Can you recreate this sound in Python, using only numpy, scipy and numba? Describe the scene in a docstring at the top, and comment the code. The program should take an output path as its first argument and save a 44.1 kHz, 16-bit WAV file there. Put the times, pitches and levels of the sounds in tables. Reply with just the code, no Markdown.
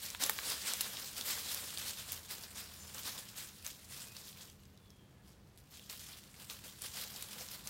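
"""Forest floor, one microphone a few metres from two dogs at the foot of a hollow tree.
At first both nose and dig in dry leaves: each paw stroke crushes a swarm of tiny cracks and scuffs the
soil, a stick knocks, twigs snap, and the trunks scatter it all. From about 3 s far birds call and the
rustle thins as one dog trots off. The other pauses near 4.5 s, leaving the forest's low rumble and
faint hum, then digs on from 5.7 s, its claws catching the rim of the hollow in the last second."""
import sys
import numpy as np
from scipy import signal
from scipy.fft import rfft, irfft, next_fast_len
from scipy.io import wavfile
from numba import njit

SR = 44100
rng = np.random.default_rng(int(sys.argv[2]) if len(sys.argv) > 2 else 0)


def unload_wav(signal):
    """Save mono or channel-first audio to the path in sys.argv[1] as 16-bit WAV at rate SR, clipped to [-1, 1]."""
    wavfile.write(
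        sys.argv[1],
        SR,
        np.round(np.clip(np.atleast_2d(signal).T, -1, 1) * 32767).astype(np.int16),
    )


N = 339129
TIME = np.arange(N) / SR

# spectrum of the dry leaves: f/Hz, level/dB
LEAF_SPECTRUM = [(800, -34), (1500, -7), (2300, -4.5), (3400, 0), (5100, 0), (6200, -2.5), (7300, -1.5),
                 (9500, -3), (11000, -4.5), (13300, -3), (16000, -5.5)]
# spectrum of the scuffed soil: f/Hz, level/dB
SOIL_SPECTRUM = [(80, -26), (230, 1.5), (340, -5.5), (500, 1.5), (750, -1.5), (1100, 2.5), (1700, -0.5),
                 (2600, -4), (5000, -8.5)]
# how deep the paws reach, as soil scuff relative to the rustle: t/s, level/dB
SOIL_SCUFF = [(0, -15), (.25, -8.5), (.6, -10.5), (1.1, -10.5), (1.8, -11), (2.3, -9), (3.1, -7.5),
              (3.7, -12), (4.4, -10.5), (5.0, -10), (5.8, -13.5), (6.3, -7), (6.9, -13), (7.69, -8.5)]


def digging(cracks_per_s=4200, slide_db=-1.0, gain_db=1.42):
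    """Leaves crack and slide a few metres off; harder strokes break more of them and scuff the soil."""
    level_db = paw_effort()
    force = undb(level_db - np.mean(level_db))
    # under a hard stroke the flurries merge into one crunch
    flurry_share = np.clip(0.63 / np.sqrt(force), 0, .5)
    collapses = buckling(rate=150, spread_db=3.5, decay_s=0.0085)
    flurries = np.sqrt(1 - flurry_share + flurry_share * collapses ** 2)
    cracks = crackle(cracks_per_s * force ** .8, spread_db=3.5, cycles=1.1)
    sliding = undb(slide_db) * rng.standard_normal(N)
    leaves = shifting(colour(cracks + sliding, LEAF_SPECTRUM), sway_db=1.85, rate=35)
    crumbs = crackle(7000 * force ** .4, spread_db=4.5, cycles=0.44) + .5 * rng.standard_normal(N)
    soil = unit(colour(crumbs, SOIL_SPECTRUM)) * undb(curve(SOIL_SCUFF) + 1.7 * wander(60))
    return (leaves * flurries + soil) * undb(level_db + gain_db)


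# steps and paw strokes in the litter: t/s, length of the push/s, level/dB
PAW_STROKES = [(0.011, 0.032, -42.5), (0.193, 0.034, -34.5), (0.414, 0.11, -39.5), (0.644, 0.056, -37.5),
               (0.787, 0.07, -42.5), (0.943, 0.049, -49.5), (1.149, 0.031, -43), (1.24, 0.074, -37.5),
               (1.345, 0.051, -42.5), (1.445, 0.074, -43), (1.761, 0.069, -44), (1.84, 0.038, -42),
               (1.965, 0.036, -45), (2.068, 0.062, -46), (2.284, 0.037, -44.5), (2.393, 0.043, -53),
               (2.549, 0.048, -46.0), (2.933, 0.049, -48.0), (3.034, 0.042, -43), (3.173, 0.011, -50.5),
               (3.35, 0.051, -46), (3.632, 0.04, -48), (3.882, 0.051, -50), (3.954, 0.06, -49),
               (4.148, 0.055, -52.5), (4.225, 0.041, -53), (4.357, 0.058, -53.5), (5.232, 0.061, -65.5),
               (5.569, 0.01, -64.5), (5.704, 0.049, -54.5), (5.889, 0.011, -44.5), (5.991, 0.01, -49.5),
               (6.035, 0.1, -53.0), (6.358, 0.065, -55.5), (6.488, 0.011, -46.5), (6.632, 0.018, -49),
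               (6.811, 0.038, -45), (6.933, 0.065, -43.0), (7.128, 0.019, -51.5), (7.297, 0.03, -49),
               (7.374, 0.037, -47.0), (7.487, 0.063, -50.5), (7.639, 0.11, -48.5)]
# noses and bodies stirring the leaves between strokes: t/s, level/dB
LEAF_STIR = [(0.0, -49), (0.17, -53.5), (0.4, -46.5), (1.0, -46.5), (1.12, -51), (1.6, -44), (2.2, -57),
             (3.2, -53.5), (3.6, -59.5), (4.48, -59.0), (4.55, -71), (5.15, -79.5), (5.65, -74), (5.8, -61),
             (6.3, -63), (6.75, -58), (7.2, -50), (7.69, -60)]


def paw_effort(attack_s=.009, press_db=4.5, release_s=0.051, stroke_db=-.5, stir_db=-1.0):
    """Rustle level in dB: over the stirring, each paw lands, bears down through its push and lets go."""
    power = undb(curve(LEAF_STIR) + stir_db) ** 2
    t = TIME[:SR // 2]
    for s, push_s, db in PAW_STROKES:
        bearing_db = -press_db * np.maximum(1 - t / push_s, 0)
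        shape = (1 - np.exp(-t / attack_s)) * np.exp(-np.maximum(t - push_s, 0) / release_s)
        add(power, s, (shape * undb(db + stroke_db + bearing_db)) ** 2)
    return 10 * np.log10(power)


def crackle(rate, spread_db, cycles):
    """Tiny fractures at a rate per second: many weak, a few strong, each at its own pitch."""
    happens = rng.random(N) < rate / SR
    size = undb(spread_db * np.minimum(rng.exponential(size=N), 2.0)) * rng.choice([-1, 1], N)
    hz = rng.uniform(200, 17000, N)
    return unit(ring(happens * size / np.sqrt(rate), hz, float(cycles)))


@njit
def ring(size, hz, cycles):
    """Every nonzero size starts a damped sine that falls to 1 / e in so many cycles."""
    out = np.zeros(len(size))
    for i in range(len(size)):
        if size[i] != 0:
            life = cycles * SR / hz[i]
            pole = np.exp(2j * np.pi * hz[i] / SR - 1 / life)
            phasor = size[i] / np.sqrt(life) + 0j
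            for j in range(i, min(i + int(6 * life), len(size))):
                phasor *= pole
                out[j] += phasor.imag
    return out


def buckling(rate, spread_db, decay_s):
    """Envelope of whole leaves giving way: each sets off a flurry of cracks that dies away."""
    happens = rng.random(N) < rate / SR
    power = happens * undb(spread_db * np.minimum(rng.exponential(size=N), 3)) ** 2
    fading_power = signal.lfilter([1], [1, -np.exp(-2 / (decay_s * SR))], power)
    return unit(np.sqrt(fading_power))


def shifting(x, sway_db, rate):
    """Other leaves come under the paw all the time, so every third-octave swells by itself."""
    size = next_fast_len(N)
    spectrum = rfft(x, size)
    hz = np.maximum(np.arange(len(spectrum)) * SR / size, 1)
    thirds = np.clip(3 * np.log2(hz / 800), 0, 13)
    bands = (irfft(spectrum * np.maximum(1 - np.abs(thirds - k), 0), size)[:N] for k in range(14))
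    return unit(sum(band * undb(sway_db * wander(rate)) for band in bands))


def stalks(ticks_per_s=9, gain_db=-21):
    """Thin stalks around the paws tick at random, as loud as the work in the litter lets them."""
    ticks = crackle(ticks_per_s, spread_db=3, cycles=3)
    return unit(colour(ticks, LEAF_SPECTRUM)) * undb(paw_effort() + gain_db)


# stalks and twigs breaking under the dogs: t/s, level/dB, f/Hz, decay/ms
TWIG_SNAPS = [(0.1028, -26.5, 6740, 0.72), (.2236, -22, 6340, 0.94), (0.237, -17.5, 7040, 2.1),
              (0.263, -20, 12000, .8), (.2962, -13, 12200, 0.97), (.5005, -25.5, 7040, 2.8),
              (0.7364, -16, 6960, 0.48), (0.8086, -20, 3800, 1.1), (0.8082, -20.5, 11100, 1.3),
              (0.8108, -25, 10200, 4.4), (0.97, -30.5, 3960, 1.7), (1.179, -35, 6000, 1.0),
              (1.2114, -20.5, 3870, 0.6), (1.546, -21.5, 11200, 0.95), (1.7744, -23, 3950, 0.63),
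              (1.7848, -25, 9000, .6), (2.1206, -21, 13000, 0.99), (2.1295, -24, 11000, .4),
              (2.437, -33, 4440, 1.0), (2.9457, -34, 7000, 1.5), (2.983, -32.5, 5050, .8),
              (3.179, -29, 3470, 0.71), (3.289, -33, 5900, 0.43), (3.6647, -24.5, 6850, 0.99),
              (4.1661, -35, 4500, 2.3), (4.4195, -40, 6940, 1.2), (4.499, -43, 5000, 1.5),
              (4.654, -47, 5950, 0.76), (4.775, -51, 3800, 2.1), (4.9038, -47, 5100, 1.6),
              (5.5757, -37, 10500, 0.26), (5.7953, -37.5, 3380, 0.81), (5.8977, -29.5, 4770, 0.89),
              (5.9947, -36.5, 5960, 1), (6.342, -43, 2200, .9), (6.499, -30, 4530, 1.3),
              (6.5328, -37, 7000, .46), (6.82, -27, 11000, 0.91), (7.1617, -30, 7000, 0.55),
              (7.2245, -23.5, 9000, 0.53), (7.487, -31.5, 6000, .75), (7.6729, -26.5, 6900, 1.4)]


def twigs(splinter=0.56, shake_db=-24, shake_s=0.025):
    """A break is a burst of tearing fibres that rings the twig and shakes the leaves around it."""
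    out, t = np.zeros(N), TIME[:SR // 16]
    for s, db, hz, decay_ms in TWIG_SNAPS:
        fibres = rng.standard_normal(len(t))
        burst = fibres * (np.exp(-t * 1000 / decay_ms) + undb(shake_db) * np.exp(-t / shake_s))
        # thick twigs ring low and narrow, thin stalks tick high and broad
        width_hz = 1000 * (hz / 4000) ** 1.6
        body = signal.lfilter(*signal.iirpeak(hz, max(hz / width_hz, 1), fs=SR), burst)
        snap = unit(unit(body) + splinter * unit(burst))
        length_gain = np.sqrt(decay_ms / 4500 * SR / len(t))  # longer breaks carry more energy
        add(out, s, snap * length_gain * undb(db))
    return out


# blows on a dry stick on the ground: t/s, level/dB, pitch/ratio to its modes
STICK_KNOCKS = [(0.1487, -27.5, 0.953), (0.2377, -46, 1.4), (0.2957, -21.5, 0.86), (.3881, -26.5, 1.09)]
# the stick's modes: f/Hz, level/dB, t60/s
STICK_MODES = [(1030, -2, 0.028), (1460, 3, 0.015), (1810, -7, 0.03), (2130, 5.5, 0.015),
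               (2660, 5.5, 0.0065), (3700, 10, 0.0052)]


def stick(gain_db=1.0):
    """Each blow lands on another spot and rings the damped wood modes in a new balance."""
    out, t = np.zeros(N), TIME[:SR // 20]
    hz, mode_db, t60 = np.transpose(STICK_MODES)[:, :, None]
    for s, db, pitch in STICK_KNOCKS:
        spot, phase = rng.standard_normal((2, len(STICK_MODES), 1))
        waves = np.sin(2 * np.pi * hz * pitch * t + np.pi * phase)
        knock = np.sum(undb(mode_db + 2 * spot) * waves * np.exp(-np.log(1000) * t / t60), axis=0)
        add(out, s, knock / np.max(np.abs(knock)) * undb(db + gain_db))
    return out


# claws catching on the rim of the hollow: t/s, level/dB
CLAW_SCRAPES = [(6.655, -58), (6.945, -56), (6.99, -56), (7.04, -51.5), (7.145, -56), (7.363, -52.5),
                (7.406, -53)]
# resonance of the cavity: f/Hz, level/dB
HOLLOW_SPECTRUM = [(350, -25), (520, 1), (640, -5), (800, 0), (1050, -18), (2500, -38)]


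def hollow_tree(rise_s=0.0038, decay_s=0.014, gain_db=0.5):
    """At the foot of the tree each scrape is a short rasp on rotten wood, coloured by the cavity."""
    force, t = np.zeros(N), TIME[:SR // 6]
    for s, db in CLAW_SCRAPES:
        add(force, s, (1 - np.exp(-t / rise_s)) * np.exp(-t / decay_s) * undb(db + gain_db))
    rasp = crackle(2500, spread_db=2.0, cycles=0.62)
    return unit(colour(rasp, HOLLOW_SPECTRUM)) * force


def trunks(x, wet_db, t60):
    """Sparse reflections from the trees reach the microphone as a thin tail behind the direct sound."""
    t = TIME[:SR]
    reflections = rng.standard_normal(SR) * (rng.random(SR) < .1) * (t > .004)
    tail = reflections * np.exp(-np.log(1000) * t / t60)
    return x + undb(wet_db) * signal.fftconvolve(x, tail / np.linalg.norm(tail))[:N]


# calls from deep among the trees: t/s, length/s, start f/Hz, end f/Hz, level/dB
BIRD_CALLS = [(2.762, 0.074, 7150, 7100, -56), (2.805, 0.032, 6350, 6100, -54),
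              (4.05, .085, 2540, 2480, -61), (4.594, 0.037, 2840, 2970, -71),
              (4.76, .31, 3570, 3070, -72.5), (4.99, 0.35, 1742, 1648, -79),
              (5.808, 0.033, 3800, 2760, -60)]


def birds(waver=0.00583, gain_db=-2.5):
    """Thin gliding whistles, far from the microphone."""
    out = np.zeros(N)
    wobble = 1 + waver * wander(70)
    for s, length_s, start_hz, end_hz, db in BIRD_CALLS:
        progress = np.clip((TIME - s) / length_s, 0, 1)
        hz = (start_hz + (end_hz - start_hz) * progress) * wobble
        swell = np.sqrt(4 * progress * (1 - progress))
        out += tone(hz) * swell * undb(db + gain_db)
    return out


# spectrum of the forest ambience: f/Hz, level/dB
AIR_SPECTRUM = [(20, -29), (32, -13), (55, -1), (120, 0.5), (190, -5), (270, -10), (430, -13), (680, -18.5),
                (1200, -22), (2500, -26), (4000, -28.5), (8000, -35), (16000, -38)]
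# a distant drone that comes and goes: t/s, level/dB
DRONE_LEVEL = [(0, -73), (1.0, -81), (1.4, -67), (1.9, -71), (2.2, -64), (2.5, -74), (2.8, -59.5),
               (3.2, -75.5), (7.69, -74)]


def forest(air_db=-61.5, drone_hz=82, hum_hz=201, hum_db=-70.5):
    """Behind everything, far rumble and soft hiss with a wavering drone and a faint hum."""
    air = unit(colour(rng.standard_normal(N), AIR_SPECTRUM)) * undb(air_db + 0.38 * wander(2.8))
    drone = unit(tone(drone_hz + 3 * wander(12))) * undb(curve(DRONE_LEVEL) + 0.86 * wander(15))
    hum = unit(tone(hum_hz + 1.206 * wander(9))) * undb(hum_db + 1.75 * wander(8))
    return air + drone + hum


def undb(db):
    """Decibels to gain."""
    return 10 ** (np.asarray(db) / 20)


def unit(x):
    """Scale to rms 1."""
    return x / np.sqrt(np.mean(x ** 2))


def tone(hz):
    """A sine that follows a changing frequency."""
    return np.sin(2 * np.pi * np.cumsum(hz) / SR)


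def curve(rows):
    """Join (t/s, value) rows by straight lines."""
    return np.interp(TIME, *np.transpose(rows))


def colour(x, points):
    """Filter by a spectrum of (f/Hz, level/dB) points."""
    hz, db = np.transpose(points)
    size = next_fast_len(len(x))
    bin_hz = np.maximum(np.arange(size // 2 + 1) * SR / size, 1)
    gain = undb(np.interp(np.log(bin_hz), np.log(hz), db))
    return irfft(rfft(x, size) * gain, size)[:len(x)]


def wander(rate):
    """Random drift of rms 1, changing course rate times a second."""
    return unit(np.interp(TIME * rate, np.arange(N), rng.standard_normal(N)))


def add(out, s, x):
    """Mix x in at time s."""
    i = int(np.clip(s * SR, 0, N - 1))
    out[i:i + len(x)] += x[:N - i]


def scene():
    """In mono: the dogs a few metres off and mostly direct, the birds far away and full of echo."""
    dogs = trunks(digging() + stalks() + twigs() + stick() + hollow_tree(), wet_db=-15, t60=0.65)
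    far_birds = trunks(birds(), wet_db=1, t60=0.85)
    return (dogs + far_birds + forest())[None]


def record(dry):
    """The recorder cuts the top steeply above 15.8 kHz."""
    return signal.sosfilt(signal.ellip(10, .2, 70, 15800, fs=SR, output="sos"), dry)


dry = scene()
out = record(dry)
unload_wav(out)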